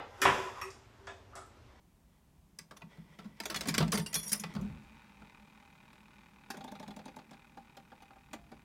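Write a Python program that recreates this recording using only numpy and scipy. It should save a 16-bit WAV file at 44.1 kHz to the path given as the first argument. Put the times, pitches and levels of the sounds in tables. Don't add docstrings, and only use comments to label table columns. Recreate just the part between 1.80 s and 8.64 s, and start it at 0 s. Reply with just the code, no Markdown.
import sys
import numpy as np
from scipy import signal
from scipy.fft import rfft, irfft, next_fast_len
from scipy.io import wavfile
from scipy.ndimage import uniform_filter1d

SR = 44100
rng = np.random.default_rng(int(sys.argv[2]) if len(sys.argv) > 2 else 0)


def gain_from_db(level_db):
    decades = np.asarray(level_db, float) / 20
    return 10 ** decades


def store_pcm(level_fs):
    pcm = np.round(np.clip(level_fs, -1, 1) * 32767).astype(np.int16)
    wavfile.write(sys.argv[1], SR, np.atleast_2d(pcm).T)


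N = 301644

# freq_hz, level_db, t60_s
CABINET_MODES = [(75.9, -13, 0.1), (142, -11, 0.24), (161.2, 3.5, 0.44), (207, 10.5, 0.24),
                 (271.4, -20, 0.24)]
# drop_s, strength_db, rebound_after_s
PAWL_DROPS = [
    (4.7701, -49, 0.037),
    (4.8411, -50, .037),
    (4.9173, -51, 0.035),
    (4.9965, -49, .0315),
    (5.0782, -50, .028),
    (5.1634, -50.5, 0.027),
    (5.255, -50.5, .025),
    (5.3622, -52.5, 0.025),
    (5.5091, -54.5, .022),
]
# start_s, strength_db, hardness_db, thump_db
REEL_LOCKS = [
    (4.7022, -39.5, -2.5, -42.5),
    (4.742, -51, -8, -65),
    (5.771, -59.5, -6.5, -46.5),
    (5.968, -54, -2.5, -51),
    (6.1171, -61.5, -9, -54),
    (6.2205, -59, -4, -61),
    (6.3068, -67, -12, -68),
    (6.3599, -67, -11, -64.5),
    (6.531, -44, -3, -40.5),
    (6.716, -57, -8, -44),
]


def rms_one(x):
    return x / np.sqrt(np.mean(x ** 2) + 1e-20)


def gains(rows):
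    s, *columns = np.transpose(rows)
    t = np.arange(N) / SR
    return [gain_from_db(np.interp(t, s, column_db, left=-120, right=-120)) for column_db in columns]


def swells(events, rise_db_per_s, fall_db_per_s):
    s, db = np.transpose(events)[:2, :, None]
    t = np.arange(0, N + 64, 64) / SR
    rising_db, falling_db = db - rise_db_per_s * (s - t), db - fall_db_per_s * (t - s)
    level_db = np.where(t < s, rising_db, falling_db).max(axis=0)
    return gain_from_db(np.interp(np.arange(N) / SR, t, level_db))


def add(out, s, sound):
    i = round(s * SR)
    out[i:i + len(sound)] += sound[:N - i]


def grains(count, per_s, spread_db):
    size_db = spread_db * np.minimum(rng.exponential(1, count), 4)
    size = gain_from_db(size_db) * rng.choice([-1, 1], count)
    return size * (rng.random(count) < per_s / SR)


def rings(modes, length_s):
    hz, db, t60 = np.transpose(modes)[:, :, None]
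    t = np.arange(round(length_s * SR)) / SR
    return gain_from_db(db - 60 * t / t60) * np.sin(2 * np.pi * hz * t)


def resonate(x, hz, width_hz):
    r = np.exp(-np.pi * width_hz / SR)
    feedback = [1, -2 * r * np.cos(2 * np.pi * hz / SR), r * r]
    return signal.lfilter([(1 - r * r) / 2, 0, (r * r - 1) / 2], feedback, x)


def through(drive, peaks):
    total = 0
    for k, (hz, width_hz, db) in enumerate(peaks):
        total = total + (-1) ** k * gain_from_db(db) * resonate(drive, hz, width_hz)
    return rms_one(total)


def coloured(x, spectrum):
    hz, db = np.transpose(spectrum)
    size = next_fast_len(N)
    log_hz = np.log(np.fft.rfftfreq(size, 1 / SR) + 1)
    shape = gain_from_db(np.interp(log_hz, np.log(hz), db))
    return rms_one(irfft(rfft(x, size) * shape, size)[:N])


def frame_modes(low_hz, high_hz, t60, slope_db, count):
    hz = np.geomspace(low_hz, high_hz, count) * gain_from_db(rng.normal(0, 0.069, count))
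    damping = gain_from_db(rng.normal(0, 1.5, count))
    return np.column_stack([hz, slope_db * np.log2(hz / low_hz), t60 * damping])


def by_hardness(s, db, hard_db, hollow_db, rattle_s):
    return s, db, db + hollow_db - hard_db, db + hollow_db + hard_db, rattle_s


def contacts(events, body, uneven_db, frame_db, loose_db):
    out = np.zeros(N)
    body_ring = gain_from_db(-frame_db) * rings(body, .15)
    lows = rings(frame_modes(300, 1500, 0.051, 0.18, count=40), .15)
    mids = rings(frame_modes(1500, 5000, 0.031, -0.68, count=60), .15)
    tops = rings(frame_modes(5000, 16000, 0.011, -7.5, count=90), .15)
    t = np.arange(round(.2 * SR)) / SR
    aftershake = gain_from_db(loose_db - 60 * t / 0.17)
    first_touch = np.minimum(t / 0.0011 + 0.37, 1)
    for s, mid_db, low_db, top_db, rattle_s in events:
        decay = gain_from_db(-60 * t / max(rattle_s, .004)) + aftershake
        chatter = grains(len(t), 12000, 1.9) * decay * first_touch
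        chatter[0] = 1.0
        struck = []
        for part in (lows, mids, tops):
            weights = gain_from_db(rng.normal(0, uneven_db, len(part))) * rng.choice([-1, 1], len(part))
            struck.append(weights @ part)
        struck[0] = struck[0] + gain_from_db(rng.normal(0, 2.5, len(body))) @ body_ring
        for ring, peak_db in zip(struck, (low_db, mid_db, top_db)):
            sound = signal.fftconvolve(chatter, ring)
            loudest = np.sqrt(uniform_filter1d(sound ** 2, size=200).max())
            add(out, s, gain_from_db(peak_db - 3) * sound / loudest)
    return out


def knock(out_s, db, modes, soft_s, uneven_db):
    out, ring = np.zeros(N), rings(modes, .6)
    swell = 1 - np.exp(-(np.arange(ring.shape[1]) / SR / soft_s) ** 2)
    for s, level_db in zip(out_s, db):
        weights = gain_from_db(level_db + rng.normal(0, uneven_db, len(modes)))
        add(out, s, swell * (weights @ ring))
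    return out


def quiet_room():
    # freq_hz, level_db per Hz
    quiet_spectrum = [(13, -34.5), (26, -14.5), (38, -6), (59, -8), (115, -19), (140, -6.5), (211, -11.5),
                      (496, -27), (988, -25.5), (1300, -32.5), (2320, -34), (4890, -39), (6810, -38.5),
                      (13200, -40.5), (16000, -42.5)]
    return gain_from_db(-66.5) * coloured(rng.standard_normal(N), quiet_spectrum)


def floor_rumble():
    # start_s, peak_db
    floor_shakes = [
        (.05, -70.5),
        (.56, -69),
        (1.78, -55),
        (2.04, -47.5),
        (2.36, -59),
        (2.85, -48),
        (3.43, -67),
        (6.57, -62),
    ]
    gain = gain_from_db(-74) + swells(floor_shakes, rise_db_per_s=112, fall_db_per_s=71.5)
    noise = rng.standard_normal(N)
    return gain * rms_one(resonate(resonate(noise, 53, 50), 53, 50))


def lever_scrape():
    # start_s, level_db
    hand_slide = [
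        (.27, -85),
        (.31, -76.5),
        (.45, -81),
        (.48, -92),
    ]
    # start_s, level_db
    lever_stroke = [(0.85, -94), (1.02, -83), (1.08, -78), (1.11, -61.5), (1.19, -69), (1.37, -67),
                    (1.48, -70), (1.68, -68), (1.83, -55.5), (2.05, -54), (2.12, -71), (2.59, -55.5),
                    (2.75, -62)]
    # freq_hz, width_hz, level_db
    linkage_peaks = [(930, 140, -7), (1520, 150, -6), (1970, 90, -1), (2300, 200, -4), (3300, 400, -11),
                     (5400, 900, -16)]
    # freq_hz, level_db per Hz
    scrape_spectrum = [(180, -16.5), (300, -5), (545, -3.5), (767, -12.5), (937, -7), (1140, -11.5),
                       (1940, -13), (3010, -27.5), (9000, -26.5), (11700, -59), (19800, -120)]
    catch_db = np.interp(np.arange(N), np.linspace(0, N, 200), rng.normal(0, 3.5, 200))
    slips = grains(N, 5500, 1.6) * gain_from_db(catch_db)
    scrape = rms_one(through(slips, linkage_peaks) + gain_from_db(-3) * coloured(slips, scrape_spectrum))
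    return (gains(lever_stroke)[0] + gains(hand_slide)[0]) * scrape


def lever_and_chute():
    # start_s, strength_db, hardness_db, rattle_t60_s
    lever_hits = [(0.7872, -46, 9, 0.022), (0.9092, -49, -4, 0.052), (0.969, -53, 3, 0.019),
                  (1.0177, -53, -8, 0.022), (1.388, -50, -5, 0.025), (1.4413, -67, -10, 0.038),
                  (1.569, -68, 1, 0.037), (1.6011, -35.5, 2, 0.024), (1.635, -47, 1.5, .04),
                  (1.6544, -35, 1.5, 0.04), (1.6991, -35, 0.5, 0.073), (1.7437, -34, -1, 0.04),
                  (1.759, -36, 3, 0.07), (1.808, -35, 2.5, 0.036), (1.8553, -42.5, -5, 0.055),
                  (1.8715, -42.5, 5.5, 0.068), (1.8841, -31, 3.5, 0.063), (1.9405, -33, 4, 0.028),
                  (1.9479, -33, 3, 0.025), (1.9795, -24, 2, 0.025), (2.0036, -34.5, -10.5, 0.07),
                  (2.0782, -46, 1.5, 0.032)]
    # start_s, strength_db,
    # hardness_db, rattle_t60_s
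    chute_and_catch_hits = [(2.1192, -35, 7, 0.076), (2.1265, -33.5, -4.5, 0.036), (2.1415, -36, -1, 0.03),
                            (2.1508, -36.5, 3, .04), (2.1741, -34, -0.5, 0.041), (2.1845, -46, -2, 0.049),
                            (2.1944, -43, 1.5, 0.056), (2.261, -45, 5.5, 0.034), (2.3287, -43, 4.5, 0.049),
                            (2.3418, -36.5, 10, 0.016), (2.3525, -34.5, 6.5, 0.033), (2.4314, -54.5, 11, 0.1),
                            (2.477, -56, 11, .04), (2.493, -53.5, 17, 0.054), (2.5174, -40, 9.5, 0.037),
                            (2.529, -34, 9, 0.025), (2.5443, -43.5, 1, 0.025), (2.596, -51.5, 15, 0.057),
                            (2.6366, -38, -2, 0.02), (2.738, -59, 4, .02), (2.7501, -48, -4, 0.026),
                            (2.7627, -48.5, -8, 0.024), (2.7952, -63, -15, 0.05), (2.811, -63.5, 8.5, 0.031),
                            (3.0344, -67, 0, .04), (3.4172, -68, -15.5, .02), (4.1287, -63.5, -2, .04),
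                            (.9645, -58.5, -5.5, .03), (1.008, -67, -8, 0.023), (1.172, -65.5, -6.5, 0.034),
                  (1.3988, -57, -6, 0.027), (1.4447, -62.5, -4, .04), (1.4557, -65, -4, 0.032),
                  (1.722, -49, -5.5, 0.038), (1.832, -49, -2, .05), (2.025, -37, -6.5, 0.033),
                  (2.398, -51, 6, .03), (2.4665, -55, 6, .02), (2.3477, -41, 7, .02)]
    # freq_hz, level_db, t60_s
    panel_modes = [(425, -5.5, 0.22), (618.3, -11.5, 0.22), (912, -12, 0.31), (1100, -0.5, 0.08),
                   (1200, -10, 0.21), (1333, -0.5, 0.1)]
    struck = [by_hardness(s, db, hard_db, -3, rattle_s) for s, db, hard_db, rattle_s in lever_hits]
    struck += [by_hardness(s, db, hard_db, -1.23, rattle_s)
               for s, db, hard_db, rattle_s in chute_and_catch_hits]
    return contacts(struck, panel_modes, uneven_db=0.5, frame_db=-4.0, loose_db=-17.5)


def jingles():
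    # freq_hz, level_db, t60_s
    link_modes = [(1163, -14, .04), (1986, -3, .1), (2476, 0, .06), (2756, -8, .05)]
    # start_s, level_db, free_s, tilt_db per octave
    link_hits = [
        (.789, -64, 0.032, -16),
        (1.019, -56, 0.012, 0),
        (2.33, -49, .03, 10),
        (2.638, -48, 0.043, 8),
    ]
    # freq_hz, level_db, t60_s
    coin_modes = [(5655, -10, .3), (9862, 0, .2), (12918, -7.5, .2)]
    # start_s, level_db, free_s, tilt_db per octave
    coin_hits = [(0.97, -69, 0.015, 2), (2.131, -41, 0.022, 4), (2.178, -45, 0.012, 8),
                 (2.215, -57, .03, 0), (2.268, -55, .06, -5), (2.343, -41, .012, -10),
                 (2.356, -36, 0.065, 3), (2.428, -46, .05, -2), (2.463, -50, 0.06, -17),
                 (2.49, -52, .03, 0), (2.519, -39, .01, 0), (2.528, -32, 0.0089, 3.5),
                 (2.547, -49, 0.05, 0), (2.598, -48, .02, 3)]
    # freq_hz, level_db, t60_s
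    plate_modes = [(2385, -10, .12), (3391, 0, .2), (4296, -4, .16)]
    # start_s, level_db, free_s, tilt_db per octave
    plate_hits = [
        (1.759, -45, 0.017, 0),
        (2.356, -43, .09, 0),
    ]
    # freq_hz, level_db, t60_s
    washer_modes = [(4565, -1, .12), (4823, -4, .25), (9012, 0, .2), (10910, -8, .11)]
    # start_s, level_db, free_s, tilt_db per octave
    washer_hits = [
        (2.146, -45, 0.11, 1),
        (2.262, -53, 0.06, 0),
        (2.478, -48, .04, 12),
    ]
    # freq_hz, level_db, t60_s
    slide_modes = [(2810, 0, .06), (7946, -15, .08), (8656, -11, .08)]
    # start_s, level_db, free_s, tilt_db per octave
    slide_hits = [
        (2.262, -44, .03, 0),
    ]
    # freq_hz, level_db, t60_s
    small_modes = [(6600, -2, .13), (8317, -13, .11), (9349, 0, .15), (11370, -11, .1), (14200, -9, .08),
                   (15120, -12, .1)]
    # start_s, level_db, free_s, tilt_db per octave
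    small_hits = [
        (2.351, -47, .1, -7),
        (2.478, -47, .04, 6),
        (2.494, -56, .025, -16),
    ]
    pieces = [(coin_modes, coin_hits), (small_modes, small_hits), (washer_modes, washer_hits),
              (plate_modes, plate_hits), (link_modes, link_hits), (slide_modes, slide_hits)]
    out = []
    for modes, bounces in pieces:
        main_hz = max(modes, key=lambda m: m[1])[0]
        for s, db, free_s, tilt_db in bounces:
            for hz, mode_db, t60 in modes:
                level_db = db + mode_db + tilt_db * np.log2(hz / main_hz)
                out.append((s, hz, level_db, t60, free_s))
    return out


def coins():
    out, t = np.zeros(N), np.arange(round(.3 * SR)) / SR
    for s, hz, db, t60, free_s in jingles():
        pair_modes = [(hz * .998, db - 3, 1.3 * t60), (hz * 1.0003, db + 4, 1.3 * t60)]
        pair = rings(pair_modes, .3).sum(axis=0)
        tumble = gain_from_db(np.interp(t, np.linspace(0, t[-1], 45), rng.normal(0, 2.2, 45)))
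        damping = gain_from_db(-60 * np.maximum(t - free_s, 0) / .03)
        attack = np.minimum(t / .002, 1)
        add(out, s, pair * tumble * damping * attack)
    return out


def blows():
    # start_s, peak_db, panel_hz, t60_s
    pull_blows = [(0.807, -49, 157, 0.095), (0.917, -45.5, 175, 0.11), (1.034, -40, 164.5, 0.17),
                  (1.186, -39.5, 167, 0.2), (1.3, -48.5, 157, 0.26), (1.395, -38, 185, 0.1),
                  (1.458, -35, 199, 0.1), (1.612, -44, 205, 0.18), (1.717, -37, 195, 0.046),
                  (1.761, -33.5, 181, 0.098), (1.877, -21, 260, 0.083), (1.908, -33.5, 165, 0.17),
                  (1.984, -17, 234, 0.069), (2.002, -21.5, 146.4, 0.15), (2.023, -17, 161, 0.12),
                  (2.05, -32, 207, 0.11), (2.083, -22.5, 196, 0.098), (2.142, -23.5, 210, 0.12),
                  (2.195, -25.5, 167, 0.18), (2.363, -36, 160, 0.12), (2.463, -46, 195, 0.34),
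                  (2.523, -33.5, 207, 0.087), (2.6, -36, 205, 0.074), (2.649, -34, 170, 0.19),
                  (2.757, -30, 156, 0.15), (2.788, -30, 140, 0.14), (2.808, -33, 165, 0.08),
                  (2.822, -27.5, 206, 0.12), (2.843, -29, 206, .2), (2.69, -41, 160, .2),
                  (2.757, -43, 405, .1), (2.812, -44, 410, .08), (2.803, -46, 530, .06),
                  (2.067, -26, 183, .07), (1.955, -38, 425, .07), (2.896, -37.5, 131, 0.17),
                  (2.925, -40.5, 157.5, 0.18), (3.419, -50.5, 164, .11)]
    pawl_blows = [(s, db + 10, 210, 0.055) for s, db, _ in PAWL_DROPS]
    lock_blows = [(s, db, 232, 0.15) for s, _, _, db in REEL_LOCKS]
    return pull_blows + pawl_blows + lock_blows


def thumps():
    out, others = np.zeros(N), rings(CABINET_MODES, .4)
    swell = 1 - np.exp(-(np.arange(round(.4 * SR)) / SR / 0.0072) ** 2)
    for s, peak_db, hz, t60 in blows():
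        nearest = rings([(hz, 0, max(t60, .02))], .4)[0]
        ring = nearest + gain_from_db(-18.5 + rng.normal(0, 3, len(others))) @ others
        add(out, s - .006, gain_from_db(peak_db - 1.0) * swell * ring)
    return out


def cabinet_hum():
    gain = gain_from_db(-19.5) * swells(blows(), rise_db_per_s=500, fall_db_per_s=100.5) + gain_from_db(-64) * running()
    shake = rng.standard_normal(N)
    hum = sum(gain_from_db(db) * resonate(shake, hz, 21) for hz, db, _ in CABINET_MODES)
    return gain * rms_one(hum)


def running():
    start_s, rise_s, kick_db, settle_s, sag_db_per_s = 2.68, 0.036, -2, 0.081, 1.3
    t = np.maximum(np.arange(N) / SR - start_s, 0)
    return np.minimum(t / rise_s, 1) * gain_from_db(kick_db * np.exp(-t / settle_s) - sag_db_per_s * t)


def governor():
    # time_s, turns
    fly_turns = [(2.7, 105.7), (2.949, 115.85), (3.2, 126.08), (3.8, 149.8), (4.5, 177.42), (5.6, 221.04),
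                 (6.0, 236.83), (6.84, 269.6)]
    # place_turn, level_db, bedded_place_turn, bedded_level_db
    pinion_teeth = [(.84, 0, .81, 0), (.23, -5, .1, -4), (.5, -7, .54, -13)]
    # freq_hz, width_hz, level_db
    gearbox_peaks = [(795, 28, -2), (904, 46, 1), (1473, 60, -6.5), (1803, 31, -4.5), (2060, 33, -4.5),
                     (2277, 110, -4), (2500, 177, -3), (3800, 130, -10), (4600, 100, -24)]
    # freq_hz, level_db per Hz
    whir_spectrum = [(180, -22), (300, -13.5), (487, -11), (620, 0), (705, -38.5), (790, 5), (1910, -4),
                     (2570, -7), (3180, -9), (9000, -22.5), (11700, -40), (19800, -120)]
    beds_in_s = (3.25, 3.55)
    s, turns = np.transpose(fly_turns)
    knocks = np.zeros(N) + 1e-18
    whole = np.arange(np.ceil(turns[0]), turns[-1] - 1)
    bedded = np.interp(np.interp(whole, turns, s), beds_in_s, [0, 1])
    press_db = 2.2 * np.cos(2 * np.pi * (whole - 125.0) / 12.0)
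    for place, db, late_place, late_db in pinion_teeth:
        place_turn = place + bedded * (late_place - place) + rng.normal(0, .014, len(whole))
        at_s = np.interp(whole + place_turn, turns, s)
        level_db = db + bedded * (late_db - db) + press_db + rng.normal(0, 1.2, len(at_s))
        knocks[(at_s * SR).astype(int)] = gain_from_db(level_db)
    burst = gain_from_db(-60 * np.arange(round(.03 * SR)) / SR / 0.024)
    ticks = rms_one(signal.fftconvolve(knocks, burst)[:N] * rng.standard_normal(N))
    t = np.arange(N) / SR
    lull_db = 3.0 * np.interp(t, beds_in_s, [.3, 1])
    load = gain_from_db(lull_db * np.cos(2 * np.pi * np.interp(t, s, turns)))
    whir = rms_one(grains(N, 5000, 2.0) * load)
    ringing = through(rms_one(knocks) + gain_from_db(-8) * ticks + gain_from_db(-11) * whir, gearbox_peaks)
    hiss = coloured(gain_from_db(-3) * ticks + whir, whir_spectrum)
    return gain_from_db(-63.5) * running() * rms_one(ringing + gain_from_db(.5) * hiss)


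def pawl_rings():
    # start_s, level_db
    arm_jolts = [
        (3.4165, -52.5),
        (5.7725, -43.5),
        (5.9695, -47.5),
        (6.1175, -44),
        (6.2209, -54.5),
        (6.3043, -50.5),
        (6.358, -56.5),
    ]
    # freq_hz, level_db, t60_s
    arm_modes = [(270.6, -7, 0.1), (517, -11, .08), (630, -13, .1), (710, -11.5, 0.084), (793, -1, 0.125),
                 (854, -5, .1), (1200, -10, 0.064), (1415, -10, .06), (1624, -10, 0.051)]
    # freq_hz, level_db, t60_s
    seat_modes = [(253, -0.5, 0.097), (400, -10, 0.085), (616, -5, 0.11), (713, -10.5, 0.083),
                  (775, -2.5, 0.062), (876, 1, 0.044), (952, -11, 0.045), (1152, -12, .05),
                  (1590, -13, 0.044), (1670, -14, .04)]
    # freq_hz, level_db, t60_s
    bar_modes = [(318, -3, 0.14), (432, -2, 0.09), (541, -2.5, .07), (635, -7, .1), (692, -20, 0.6),
                 (1185, -9, 0.07), (1510, -11, 0.13), (1680, -15, .06), (2313, -12.5, 0.11)]
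    # start_s, level_db
    bar_blows = [
        (6.5327, -42.5),
        (6.543, -49),
        (6.7171, -49.5),
    ]
    s, db, gap_s = np.transpose(PAWL_DROPS)
    return (pawl_tip([*zip(s, db - 8.5), *zip(s + gap_s, db - 6.5)])
            + knock(s + 0.00453, db + 7, seat_modes, soft_s=0.0012, uneven_db=2.3)
            + knock(s + gap_s, db + 4, arm_modes, soft_s=0.0024, uneven_db=3.0)
            + knock(*np.transpose(arm_jolts), arm_modes, soft_s=0.0021, uneven_db=1.2)
            + knock(*np.transpose(bar_blows), bar_modes, soft_s=0.0015, uneven_db=1.1))


def pawl_tip(events):
    # freq_hz, level_db, t60_s
    tip_modes = [(2160, -6, 0.054), (2330, -6, .05), (3420, 0.5, 0.039), (3620, -1.5, 0.038),
                 (3810, -2.5, 0.04), (4140, -5, 0.028)]
    out, ring = np.zeros(N), rings(tip_modes, .06)
    t = np.arange(round(.05 * SR)) / SR
    for s, db in events:
        chatter = grains(len(t), 2500, 1.5) * gain_from_db(-60 * t / 0.042)
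        chatter[0] = 2
        struck = gain_from_db(db + rng.normal(0, 2.5, len(ring))) @ ring
        add(out, s, signal.fftconvolve(struck, rms_one(chatter) / np.sqrt(len(t))))
    return out


def pawl_touches(touch, delayed):
    mid_db, low_db, top_db, rattle_s = touch
    return [(s + delayed * gap_s, db + mid_db, db + low_db, db + top_db, rattle_s)
            for s, db, gap_s in PAWL_DROPS]


def pawl_contacts():
    # mid_db, low_db, top_db, rattle_t60_s
    drop_touch = (-5.5, -9, -4, 0.03)
    # mid_db, low_db, top_db, rattle_t60_s
    rebound_touch = (-5, -2.5, -12.5, 0.06)
    # freq_hz, level_db, t60_s
    reel_modes = [(290, -3, .08), (425, -7, .1), (510, -9, .08), (619, -5, .16), (791, 0, .14),
                  (829, -1, .16), (905, -6, .1), (1190, -8, .09)]
    locks = [by_hardness(s, db, hard_db, -0.5, .06) for s, db, hard_db, _ in REEL_LOCKS]
    drops = pawl_touches(drop_touch, False)
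    rebounds = pawl_touches(rebound_touch, True)
    return (contacts(drops, reel_modes, uneven_db=0.0, frame_db=-8.0, loose_db=-19.5)
            + contacts(rebounds + locks, reel_modes, uneven_db=2.0, frame_db=-5.0, loose_db=-26.0))


def room(x):
    t60_s, wall_cut_hz = 0.19, 15000
    size = next_fast_len(N + SR)
    w = 2 * np.pi * np.fft.rfftfreq(size, 1 / SR)
    dull = 1 / (1 + 1j * w / (2 * np.pi * wall_cut_hz))
    total = 0
    for k, lag_s in enumerate(rng.uniform(.008, .035, 10)):
        echo = gain_from_db(-60 * lag_s / t60_s) * dull * np.exp(-1j * w * lag_s)
        total = total + (-1) ** k * echo / (1 - echo)
    return irfft(rfft(x, size) * total, size)[:N]


def scene():
    metal = lever_scrape() + lever_and_chute() + coins() + governor() + pawl_rings() + pawl_contacts()
    metal = signal.sosfilt(signal.butter(2, 170, "high", fs=SR, output="sos"), metal)
    machine = metal + thumps() + cabinet_hum() + floor_rumble()
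    return (machine + gain_from_db(-19.5) * room(metal) + quiet_room())[None]


def band_limit(x):
    return signal.sosfilt(signal.butter(12, 16620, fs=SR, output="sos"), x)


def record(dry):
    low_cut = signal.butter(2, 33.0, "high", fs=SR, output="sos")
    top_cut = signal.cheby2(10, 30, 16400, fs=SR, output="sos")
    mix = signal.sosfilt(np.vstack([low_cut, top_cut]), dry)
    return band_limit(mix)


dry = scene()
out = record(dry)
store_pcm(out)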